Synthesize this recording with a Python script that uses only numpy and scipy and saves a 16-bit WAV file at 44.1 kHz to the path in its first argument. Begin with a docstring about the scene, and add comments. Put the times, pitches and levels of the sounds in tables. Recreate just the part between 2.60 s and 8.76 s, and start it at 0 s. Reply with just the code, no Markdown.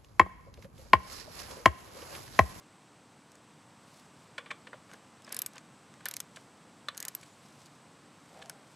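"""A ratchet wrench works a motorcycle bolt, close by and in mono, over a quiet rush, hum and hiss.
First the loose head ticks, gloves rub on the tool and, near 1.8 s, the socket knocks onto the bolt.
At about 2.7, 3.5 and 4.4 s the handle swings back: steel drags on steel and the pawl snaps over six
teeth, each impact ringing the head. The socket knocks as the load changes and grinds on the third swing.
Around 5.8 s the glove grips anew with a faint squeak, and one last tooth clicks."""
import sys
import numpy as np
from scipy import signal
from scipy.fft import rfft, next_fast_len
from scipy.io import wavfile

SR = 44100
rng = np.random.default_rng(int(sys.argv[2]) if len(sys.argv) > 2 else 0)


def materialize(psi):
    """Save the field psi as 16-bit PCM at rate SR to the path in sys.argv[1].

    A 1-D psi becomes a single channel; in a 2-D psi each row is a channel.
    """
    bounded = np.clip(np.atleast_2d(psi).T, -1, 1)
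    quanta = np.round(bounded * 32767).astype(np.int16)
    wavfile.write(sys.argv[1], SR, quanta)


N = 271478
TIME = np.arange(N) / SR
HIT_TIME = TIME[:8192]   # time axis of one impact
CUTOFF_HZ = 16300
SLIP_S = .0012   # the pawl slides over a tooth's edge this long before it drops
# Edges in Hz of the bands among which a snap or a tick shares its energy.
CLICK_EDGES_HZ = [800, 2800, 5600, 8000, 11000, 16000]


def pawl():
    """Impact excitation: the pawl drops over each tooth, ringing the head and jolting the socket."""
    # Each row: start in seconds, level in dB, brightness in dB per octave, head resonance favoured
    # by the grip in Hz, free ring of the head in dB, pitch of the socket's clack in Hz, its lift in dB.
    teeth = [(2.725, -45.5, 0, 9900, -9, 5200, 0.5), (2.7455, -51.5, 0, 9850, -15, 5300, 5),
             (2.7665, -45.5, 0, 10000, -18, 5300, 1.5), (2.7902, -44.5, 4.5, 10000, -8, 3750, 4.5),
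             (2.8189, -44, 1.5, 12400, -11, 6900, 4.5), (2.8621, -43, 0.5, 8000, -5.5, 2350, -2),
             (3.4562, -42, -3.5, 12100, -12, 1660, -10), (3.4859, -46, 0, 12400, -11, 5150, 0.5),
             (3.512, -48.5, -0.5, 5600, -9, 4030, 1), (3.5391, -49, -.7, 6900, -21, 3080, 2.5),
             (3.567, -45, 0.5, 6400, -26, 4020, 1), (3.603, -44.5, 0, 6460, -9, 5300, 1.5),
             (4.3774, -49.5, 1.5, 6500, -24, 4480, 4), (4.403, -48.5, 2.5, 6700, -14, 3900, 2),
             (4.427, -50, -1, 6700, -16, 5300, 4), (4.4518, -47, -0.5, 7040, -12, 5230, 0.5),
             (4.483, -43, 1, 6200, -14, 5200, -0.5), (4.5503, -44.5, 1.6, 13100, -17, 4630, -3),
             (5.8969, -49, -2.5, 8640, -14, 1580, 0.5)]
    # Relative level in dB of each click band.
    tooth_balance_db = [-5.5, -3, -3.5, -1, -0.5]
    # The head's after-ring. Each row: centre in Hz, width in Hz, relative level in dB, t60 in seconds.
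    head_tail = [(9950, 380, -14, .07), (12440, 340, -3.5, .085), (13250, 600, -18, .07)]
    out = np.zeros(N)
    for s, db, brightness, favoured_hz, ring_db, clack_hz, lift_db in teeth:
        shared_db = balance(CLICK_EDGES_HZ, tooth_balance_db, 0, [clack_hz], lift_db)
        levels_db = db + balance(CLICK_EDGES_HZ, shared_db, brightness, [favoured_hz], 5.5, octaves=.39)
        head = peaked(snap(ring_db, crack_low_hz=4240), favoured_hz, db=6, width=.07)
        click = head + from_db(-18) * clack(clack_hz)
        add(out, s - SLIP_S, voiced(click, CLICK_EDGES_HZ, levels_db))
        tail_db = levels_db[-1] + 1.6 * ring_db   # the after-ring follows the free ring
        add(out, s, from_db(tail_db) * clusters(head_tail))
    return out


def snap(ring_db, crack_low_hz=1920):
    """Transient and free decay: a slip ends in a crack, then many damped modes and a few clear ones."""
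    # Modes of the ratchet head. Each row: frequency in Hz, relative level in dB, t60 in seconds.
    head_modes = [(1580, -22, .03), (2350, -18, .015), (3800, -27, .014), (5240, -18, .02),
                  (6600, -14, .014), (7150, -18, .018), (8100, -18, .013), (9850, -10, .02),
                  (12380, -8, .017), (12850, -14, .016)]
    # Spectrum of a hard contact. Each row: frequency in Hz, gain in dB.
    hard_colour = [(150, -8), (450, -6.5), (1500, 2), (4500, 2.5), (7000, -1), (12700, 12), (13600, 4),
                   (15000, -6), (16500, -27)]
    crack, steel = rng.standard_normal((2, len(HIT_TIME)))
    high_pass = signal.butter(2, crack_low_hz, "high", fs=SR, output="sos")
    crack = signal.sosfilt(high_pass, crack * dying(t60=.0046))
    dense_ring = from_db(-13) * steel * dying(t60=.021)
    clear_ring = from_db(ring_db) * ringing(head_modes, spread_db=7, detune=.0088)
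    drop = crack + dense_ring + clear_ring
    size = int(SLIP_S * SR)
    slip = from_db(np.linspace(-27, -7, size)) * band(rng.standard_normal(size), crack_low_hz, CUTOFF_HZ)
    return coloured(np.concatenate([slip, drop])[:len(drop)], hard_colour)


def clack(hz, delay_s=.0016):
    """Backlash: just after a tooth, the socket jumps in its play with a rattle and a few damped modes."""
    # Each row: frequency in Hz, relative level in dB, t60 in seconds.
    clack_modes = [(1633, 0, 0.017), (2090, -2, .016), (2400, -4, 0.0095), (3010, -3.5, .012),
                   (3750, -4, .013), (4580, -10, .015), (5240, -7.5, .014)]
    rattle = from_db(.5) * rms_one(band(rng.standard_normal(len(HIT_TIME)), 800, 5600)) * dying(t60=.026)
    modes = ringing(clack_modes, spread_db=4, detune=.035)
    sound = peaked(rattle + modes, hz, db=6.5, width=.21)
    return np.pad(sound, (int(delay_s * SR), 0))[:len(sound)]


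def socket(contacts=5):
    """Contact chatter: rapid impacts ring the socket as it takes up its play, and the bolt rings on."""
    # Each row: start in seconds, chatter length in seconds, level in dB, brightness in dB per octave,
    # ring of the bolt in dB, lift in dB of two resonances the contact point favours, those two in Hz.
    knocks = [(1.78, 0.0051, -49.5, 1.1, -1, 8, 1630, 3050), (1.86, 0.0048, -62.5, -1, 4, 5.5, 2300, 3070),
              (1.9052, 0.0053, -54, 0.5, -11, 7.7, 1980, 2510),
              (1.9105, 0.0048, -49, 0.5, -4, 8.2, 1140, 2230), (2.07, .0057, -59.5, 0, -3, 6.5, 1580, 3080),
              (2.1304, 0.0042, -60, -4, -10, 7, 1380, 1940), (2.139, 0.0042, -63, -4.5, -3, 4.4, 613, 1040),
              (2.294, .012, -68.5, -3.5, -6, 3.2, 1500, 2200), (2.331, .012, -60.5, -0.5, -8, 5, 680, 1630),
              (2.676, 0.0059, -61, 0, -13, 5.7, 600, 1460),
              (2.704, 0.0081, -64, -2.5, -13, 5.5, 1460, 3050),
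              (2.96, 0.0064, -67, -1.5, -11, 5, 1100, 2200), (3.406, 0.0042, -66.5, 2, -9, 5.6, 1160, 1640),
              (3.459, .00193, -52.5, 2, -9, 7.2, 1520, 1790),
              (3.462, .004, -58.5, 4.5, -9, 8.5, 1640, 4300),
              (3.76, .0048, -62.5, 7.5, -9, 2.1, 1700, 4100), (3.769, 0.003, -59, 0.5, -10, 5.7, 680, 1920),
              (4.2847, 0.0022, -49.5, 0.5, -2.5, 14, 1330, 3780),
              (4.63, 0.0056, -64, 5.5, -10, 6.5, 520, 2210),
              (5.817, 0.0032, -65.5, 2.5, -6, 4.6, 1160, 3400),
              (5.8218, 0.0058, -60.5, 3, -9, 6.6, 1660, 3340)]
    # Socket and extension. Each row: frequency in Hz, relative level in dB, t60 in seconds.
    socket_modes = [(522, -19, .05), (629, -16, .04), (1037, -8, .025), (1165, -4, .025),
                    (1463, -4.5, .022), (1617, -5, .018), (1770, -3.5, .016), (2172, -3.5, .015),
                    (2330, -9, .016), (2530, -9, .015), (3060, -2, .016), (3480, -3, .02), (3750, -3, .011),
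                    (4030, -5, .015), (4550, -10, .018), (7820, -3.5, .0095)]
    # Bolt and bracket. Each row: cluster centre in Hz, width in Hz, relative level in dB, t60 in seconds.
    bolt_modes = [(523, 115, -2.5, 0.18), (1142, 170, 3, 0.11), (1460, 420, -1, 0.1), (1840, 260, -2, 0.1),
                  (2340, 330, -3, .11), (3040, 450, -4, .115), (3410, 310, -4.5, .15),
                  (3970, 500, -10, .06)]
    # Spectrum of a blunt contact. Each row: frequency in Hz, gain in dB.
    blunt_colour = [(120, -28), (350, -13.5), (520, -5.5), (1500, 0), (4200, 12), (5500, 4.5),
                    (11000, -16.5), (13000, -29), (16000, -39)]
    # Band edges of a knock in Hz, and the relative level of each band in dB.
    edges_hz = [350, 900, 1350, 2000, 2800, 5000, 14000]
    knock_balance_db = [0, -0.5, 1, -1, -1.6, -5.5]
    out = np.zeros(N)
    for s, chatter_s, db, brightness, ring_db, favour_db, *favoured in knocks:
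        knock = np.zeros(len(HIT_TIME))
        for k in range(contacts):
            delay = int(chatter_s * SR * k / contacts * rng.uniform(.8, 1.2))
            clear_ring = ringing(socket_modes, spread_db=2.5, detune=.0061)
            dense_ring = rng.standard_normal(len(knock)) * dying(t60=.034)
            knock[delay:] += (clear_ring + dense_ring)[:len(knock) - delay]
        for hz in favoured:
            knock = peaked(knock, hz, db=.63 * favour_db, width=.21)
        levels_db = db + balance(edges_hz, knock_balance_db, brightness, favoured, favour_db, octaves=.49)
        add(out, s, voiced(coloured(knock, blunt_colour), edges_hz, levels_db))
        add(out, s + chatter_s, from_db(db + ring_db) * clusters(bolt_modes))
    return out


def ticks():
    """Backlash: the play in the loose ratchet head closes with light impacts."""
    # Each row: start in seconds, level in dB, brightness in dB per octave.
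    impacts = [(0.7187, -71, 3), (.755, -72.5, 1), (2.3147, -72.5, -9), (2.336, -66.5, 4), (2.622, -73, -1),
               (2.6472, -71, 0), (2.6676, -73, -3), (2.693, -67.5, -3), (2.7222, -59, -2),
               (2.935, -69.5, 1), (2.958, -69, -1), (2.9811, -62, -5.5), (3.34, -74.5, -7), (3.562, -68, 4),
               (3.595, -74, 3), (4.286, -59.5, 1), (4.348, -70, -6), (4.372, -63, 9), (4.614, -71, 4),
               (5.017, -75.5, -4), (5.0602, -70, -1), (5.859, -69.5, -4)]
    # Relative level in dB of each click band.
    tick_balance_db = [-2.5, 2, 7, 2.5, -7.5]
    out = np.zeros(N)
    for s, db, brightness in impacts:
        levels_db = db + balance(CLICK_EDGES_HZ, tick_balance_db, brightness)
        add(out, s - SLIP_S, voiced(snap(ring_db=-15), CLICK_EDGES_HZ, levels_db))
    return out


def ringing(modes, spread_db, detune):
    """Modal superposition: damped sines, with strength and pitch varied a little from blow to blow."""
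    out = 0
    for hz, db, t60 in modes:
        strength = from_db(db + spread_db * rng.standard_normal()) * rng.choice([-1, 1])
        pitch = hz * (1 + detune * rng.standard_normal())
        out = out + strength * dying(t60) * np.sin(2 * np.pi * pitch * HIT_TIME)
    return out


def clusters(modes):
    """Beating: close modes interfere in a grainy after-ring, modelled as decaying bands of noise."""
    size = len(HIT_TIME)
    out = 0
    for hz, width_hz, db, t60 in modes:
        beating = band(rng.standard_normal(2 * size), hz - width_hz / 2, hz + width_hz / 2)[-size:]
        out = out + from_db(db) * rms_one(beating) * dying(t60)
    return out


def balance(edges, shared_db, brightness, favoured=(), favour_db=0, octaves=1):
    """Spectral envelope: band levels in dB, tilted by contact hardness, lifted at favoured resonances."""
    pitch = np.log2(np.multiply(edges[:-1], edges[1:])) / 2
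    lift = sum(np.exp(-((pitch - np.log2(hz)) / octaves) ** 2) for hz in favoured)
    return np.asarray(shared_db) + brightness * (pitch - np.median(pitch)) + favour_db * lift


def voiced(hit, edges, levels_db):
    """Equalisation: each band of a blow is brought towards its given rms level over the first 12 ms."""
    first = int(.012 * SR)
    hz = np.fft.rfftfreq(4 * first, 1 / SR)
    centres = np.sqrt(np.multiply(edges[:-1], edges[1:]))
    for _ in range(2):   # neighbouring bands overlap, so the balance settles in two passes
        power = np.abs(rfft(hit[:first], 4 * first)) ** 2 / (2 * first ** 2)
        band_power = [power[(hz >= low) & (hz < high)].sum() for low, high in zip(edges, edges[1:])]
        now_db = 10 * np.log10(np.add(band_power, 1e-20))
        hit = coloured(hit, np.column_stack([centres, levels_db - now_db]))
    return hit


def grind(half_width_hz=210):
    """Friction-driven resonance: the dry socket's rough pitch rises and falls with the handle's speed."""
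    # Each row: time in seconds, pitch in Hz, level in dB.
    glide = [(4.335, 1450, -75), (4.358, 1518, -60), (4.39, 1682, -61), (4.412, 1660, -57),
             (4.44, 2050, -56), (4.456, 1527, -58), (4.475, 1148, -56), (4.5, 1100, -75)]
    s, hz, db = np.transpose(glide)
    low_pass = signal.butter(2, half_width_hz, fs=SR, output="sos")
    rough = rms_one(signal.sosfilt(low_pass, rng.standard_normal((2, N))))
    phase = 2 * np.pi * np.cumsum(np.interp(TIME, s, hz)) / SR
    envelope = np.interp(TIME, s, from_db(db), left=0, right=0)
    return envelope * (rough[0] * np.cos(phase) + rough[1] * np.sin(phase))


def squeaks():
    """Stick-slip: turning steel and the rubber glove squeak briefly around one unsteady pitch; the first, very
    short row is instead the ring a light tick leaves near 5.1 kHz."""
    # Each row: start in seconds, length in seconds, pitch in Hz, bandwidth in Hz, level in dB.
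    slips = [(2.642, 0.012, 5130, 260, -55), (4.663, .1, 7100, 300, -70.5), (5.751, .24, 716, 140, -62)]
    out = np.zeros(N)
    for s, length_s, hz, width_hz, db in slips:
        size = int(length_s * SR)
        tone = rms_one(band(rng.standard_normal(SR // 2), hz - width_hz / 2, hz + width_hz / 2)[-size:])
        add(out, s, from_db(db) * tone * np.sqrt(np.hanning(size)))
    return out


def steel_drag():
    """Sliding friction: steel drags on steel as the handle swings."""
    # Each row: fastest moment in seconds, length in seconds, level in dB.
    drags = [(2.75, 0.15, -51), (2.965, 0.047, -56), (3.35, 0.071, -72), (3.49, 0.08, -56.5),
             (4.42, 0.17, -60)]
    # Each row: frequency in Hz, relative spectral level in dB.
    drag_colour = [(80, -38), (250, -13), (520, 6.5), (900, 1), (1600, 4.5), (2200, -0.5), (3000, -1),
                   (5200, -10), (9000, -55), (13000, -33), (16000, -35)]
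    return friction(drags, drag_colour, grains_per_s=570, grain_share=.41)


def gloves():
    """Sliding friction: gloves and sleeve brush along brightly; a fresh grip rubs lower in pitch."""
    # Hand movements. Each row: fastest moment in seconds, length in seconds, level in dB.
    slides = [(1.35, 0.16, -63), (1.62, .14, -70.5), (2.33, .1, -69), (3.79, 0.1, -68), (4.352, 0.017, -70),
              (4.62, 0.23, -65), (4.86, .06, -70.5), (4.97, 0.24, -67.5), (5.062, 0.02, -62),
              (5.152, .025, -68), (5.78, 0.25, -67), (6.12, .15, -70)]
    grips = [(5.78, 0.08, -55), (5.93, 0.24, -64.5)]
    # Their spectra. Each row: frequency in Hz, relative level in dB.
    slide_colour = [(800, -20), (2500, -5.5), (5000, -2.5), (9000, -7.5), (12000, -13.5), (16000, -31)]
    grip_colour = [(60, -53), (250, -14), (430, 0), (780, 6), (1000, -7), (1600, -10), (4000, -20),
                   (9000, -47)]
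    sliding = friction(slides, slide_colour, grains_per_s=1100, grain_share=.21)
    gripping = friction(grips, grip_colour, grains_per_s=430, grain_share=.37)
    return sliding + gripping


def friction(strokes, colour, grains_per_s, grain_share, catch_db=3.5, catches_per_s=160):
    """Friction noise: tiny slips on a hiss catch unevenly and swell in a bell curve with each stroke."""
    slips = (rng.random(N) < grains_per_s / SR) * rng.standard_normal(N)
    force = np.sqrt(grain_share) * rms_one(slips) + np.sqrt(1 - grain_share) * rng.standard_normal(N)
    moments = np.arange(0, N / SR, 1 / catches_per_s)
    catches_db = catch_db * np.clip(rng.standard_normal(len(moments)), -2, 2)
    catching = level(np.column_stack([moments, catches_db]))
    swell = sum(from_db(db) * .5 ** ((2 * (TIME - s) / length_s) ** 2) for s, length_s, db in strokes)
    return swell * rms_one(coloured(force * catching, colour))


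def garage(x, first_echo_s=.0025):
    """Reverberation: weak diffuse reflections from machine, floor and walls; the treble dies first."""
    # Each row: frequency in Hz, t60 in seconds.
    room_t60 = [(300, .3), (2000, .28), (6000, .16), (13000, .12)]
    # Each row: frequency in Hz, level of the reflections in dB.
    room_level = [(300, -14), (1500, -16), (2300, -18.5), (3800, -20), (6000, -24), (13000, -29)]
    t = TIME[:SR // 2]
    edges = np.geomspace(200, 16000, 8)
    response = 0
    for low, high in zip(edges, edges[1:]):
        hz = np.sqrt(low * high)
        envelope = dying(at_hz(room_t60, hz), t) * (t > first_echo_s)
        echoes = band(rng.standard_normal(len(t)) * envelope, low, high) / np.linalg.norm(envelope)
        response = response + from_db(at_hz(room_level, hz)) * echoes
    return signal.fftconvolve(x, response)[:N]


def background():
    """Noise floor: a low outdoor rush and resonant microphone hiss swell slightly over a steady hum."""
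    # Spectra of rush and hiss. Each row: frequency in Hz, relative level in dB.
    air_colour = [(15, -69), (25, -25), (53, -27), (86, -11.5), (140, -0.5), (176, -2), (242, -2.5),
                  (278, -4), (304, -5), (383, -9), (592, -9), (649, -10), (1070, -8.5), (1620, -15),
                  (6000, -24), (7800, -40), (13200, -120)]
    hiss_colour = [(4500, -54), (6000, -6), (7200, -3.5), (8000, 4.5), (8500, -1), (9300, -7.5),
                   (11000, -12), (13000, -19), (16000, -28.5)]
    # Each row: frequency in Hz, rms level in dB.
    hum_tones = [(100, -80), (150.5, -100), (300, -74.5)]
    # Each row: time in seconds, gain in dB.
    swell = [(0, -1), (.6, -1.3), (1.3, 0.08), (6.15, 0.22)]
    air = from_db(-58) * rms_one(coloured(rng.standard_normal(N), air_colour))
    hiss = from_db(-70) * rms_one(coloured(rng.standard_normal(N), hiss_colour))
    hum = sum(from_db(db) * np.sqrt(2) * np.sin(2 * np.pi * (hz * TIME + rng.random()))
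              for hz, db in hum_tones)
    return level(swell) * (air + hiss) + hum


def coloured(x, points):
    """Minimum-phase filter, hence causal, shaped by rows of frequency in Hz and gain in dB."""
    size = next_fast_len(len(x))
    log_gain = np.log(from_db(at_hz(points, np.abs(np.fft.fftfreq(size, 1 / SR)))))
    response = np.exp(np.conj(signal.hilbert(log_gain)))
    return np.fft.ifft(np.fft.fft(x, size) * response).real[:len(x)]


def peaked(x, hz, db, width):
    """Resonance: a narrow lift whose width on each side is a share of its frequency."""
    return coloured(x, [(hz * (1 - width), 0), (hz, db), (hz * (1 + width), 0)])


def band(x, low, high):
    """Band-pass filter with edges in Hz."""
    return signal.sosfilt(signal.butter(4, [low, high], "band", fs=SR, output="sos"), x)


def dying(t60, t=HIT_TIME):
    """Exponential decay by 60 dB in t60 seconds."""
    return np.exp(-np.log(1000) * t / t60)


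def at_hz(points, hz):
    """Interpolation on a log-frequency axis."""
    known_hz, values = np.transpose(points)
    return np.interp(np.log(np.maximum(hz, 1)), np.log(known_hz), values)


def level(rows):
    """Amplitude envelope from rows of time in seconds and gain in dB."""
    return from_db(np.interp(TIME, *np.transpose(rows)))


def from_db(db):
    """Decibels to amplitude ratio."""
    return 10 ** (np.asarray(db) / 20)


def rms_one(x):
    """Normalisation to unit rms."""
    return x / np.sqrt(np.mean(x ** 2) + 1e-20)


def add(track, s, sound):
    """Superposition of a sound starting at s seconds."""
    start = int(round(s * SR))
    track[start:start + len(sound)] += sound[:N - start]


def scene():
    """Superposition: tool, reflections, hands and background add, the same in both channels."""
    tool = pawl() + ticks() + socket() + grind() + squeaks() + steel_drag()
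    hands = gloves()
    mono = tool + garage(tool) + hands + background()
    return np.stack([mono, mono])


def record(dry):
    """Band limiting: a steep elliptic low-pass removes the highest treble."""
    return signal.sosfilt(signal.ellip(10, .1, 70, CUTOFF_HZ, fs=SR, output="sos"), dry)


dry = scene()
out = record(dry)
materialize(out)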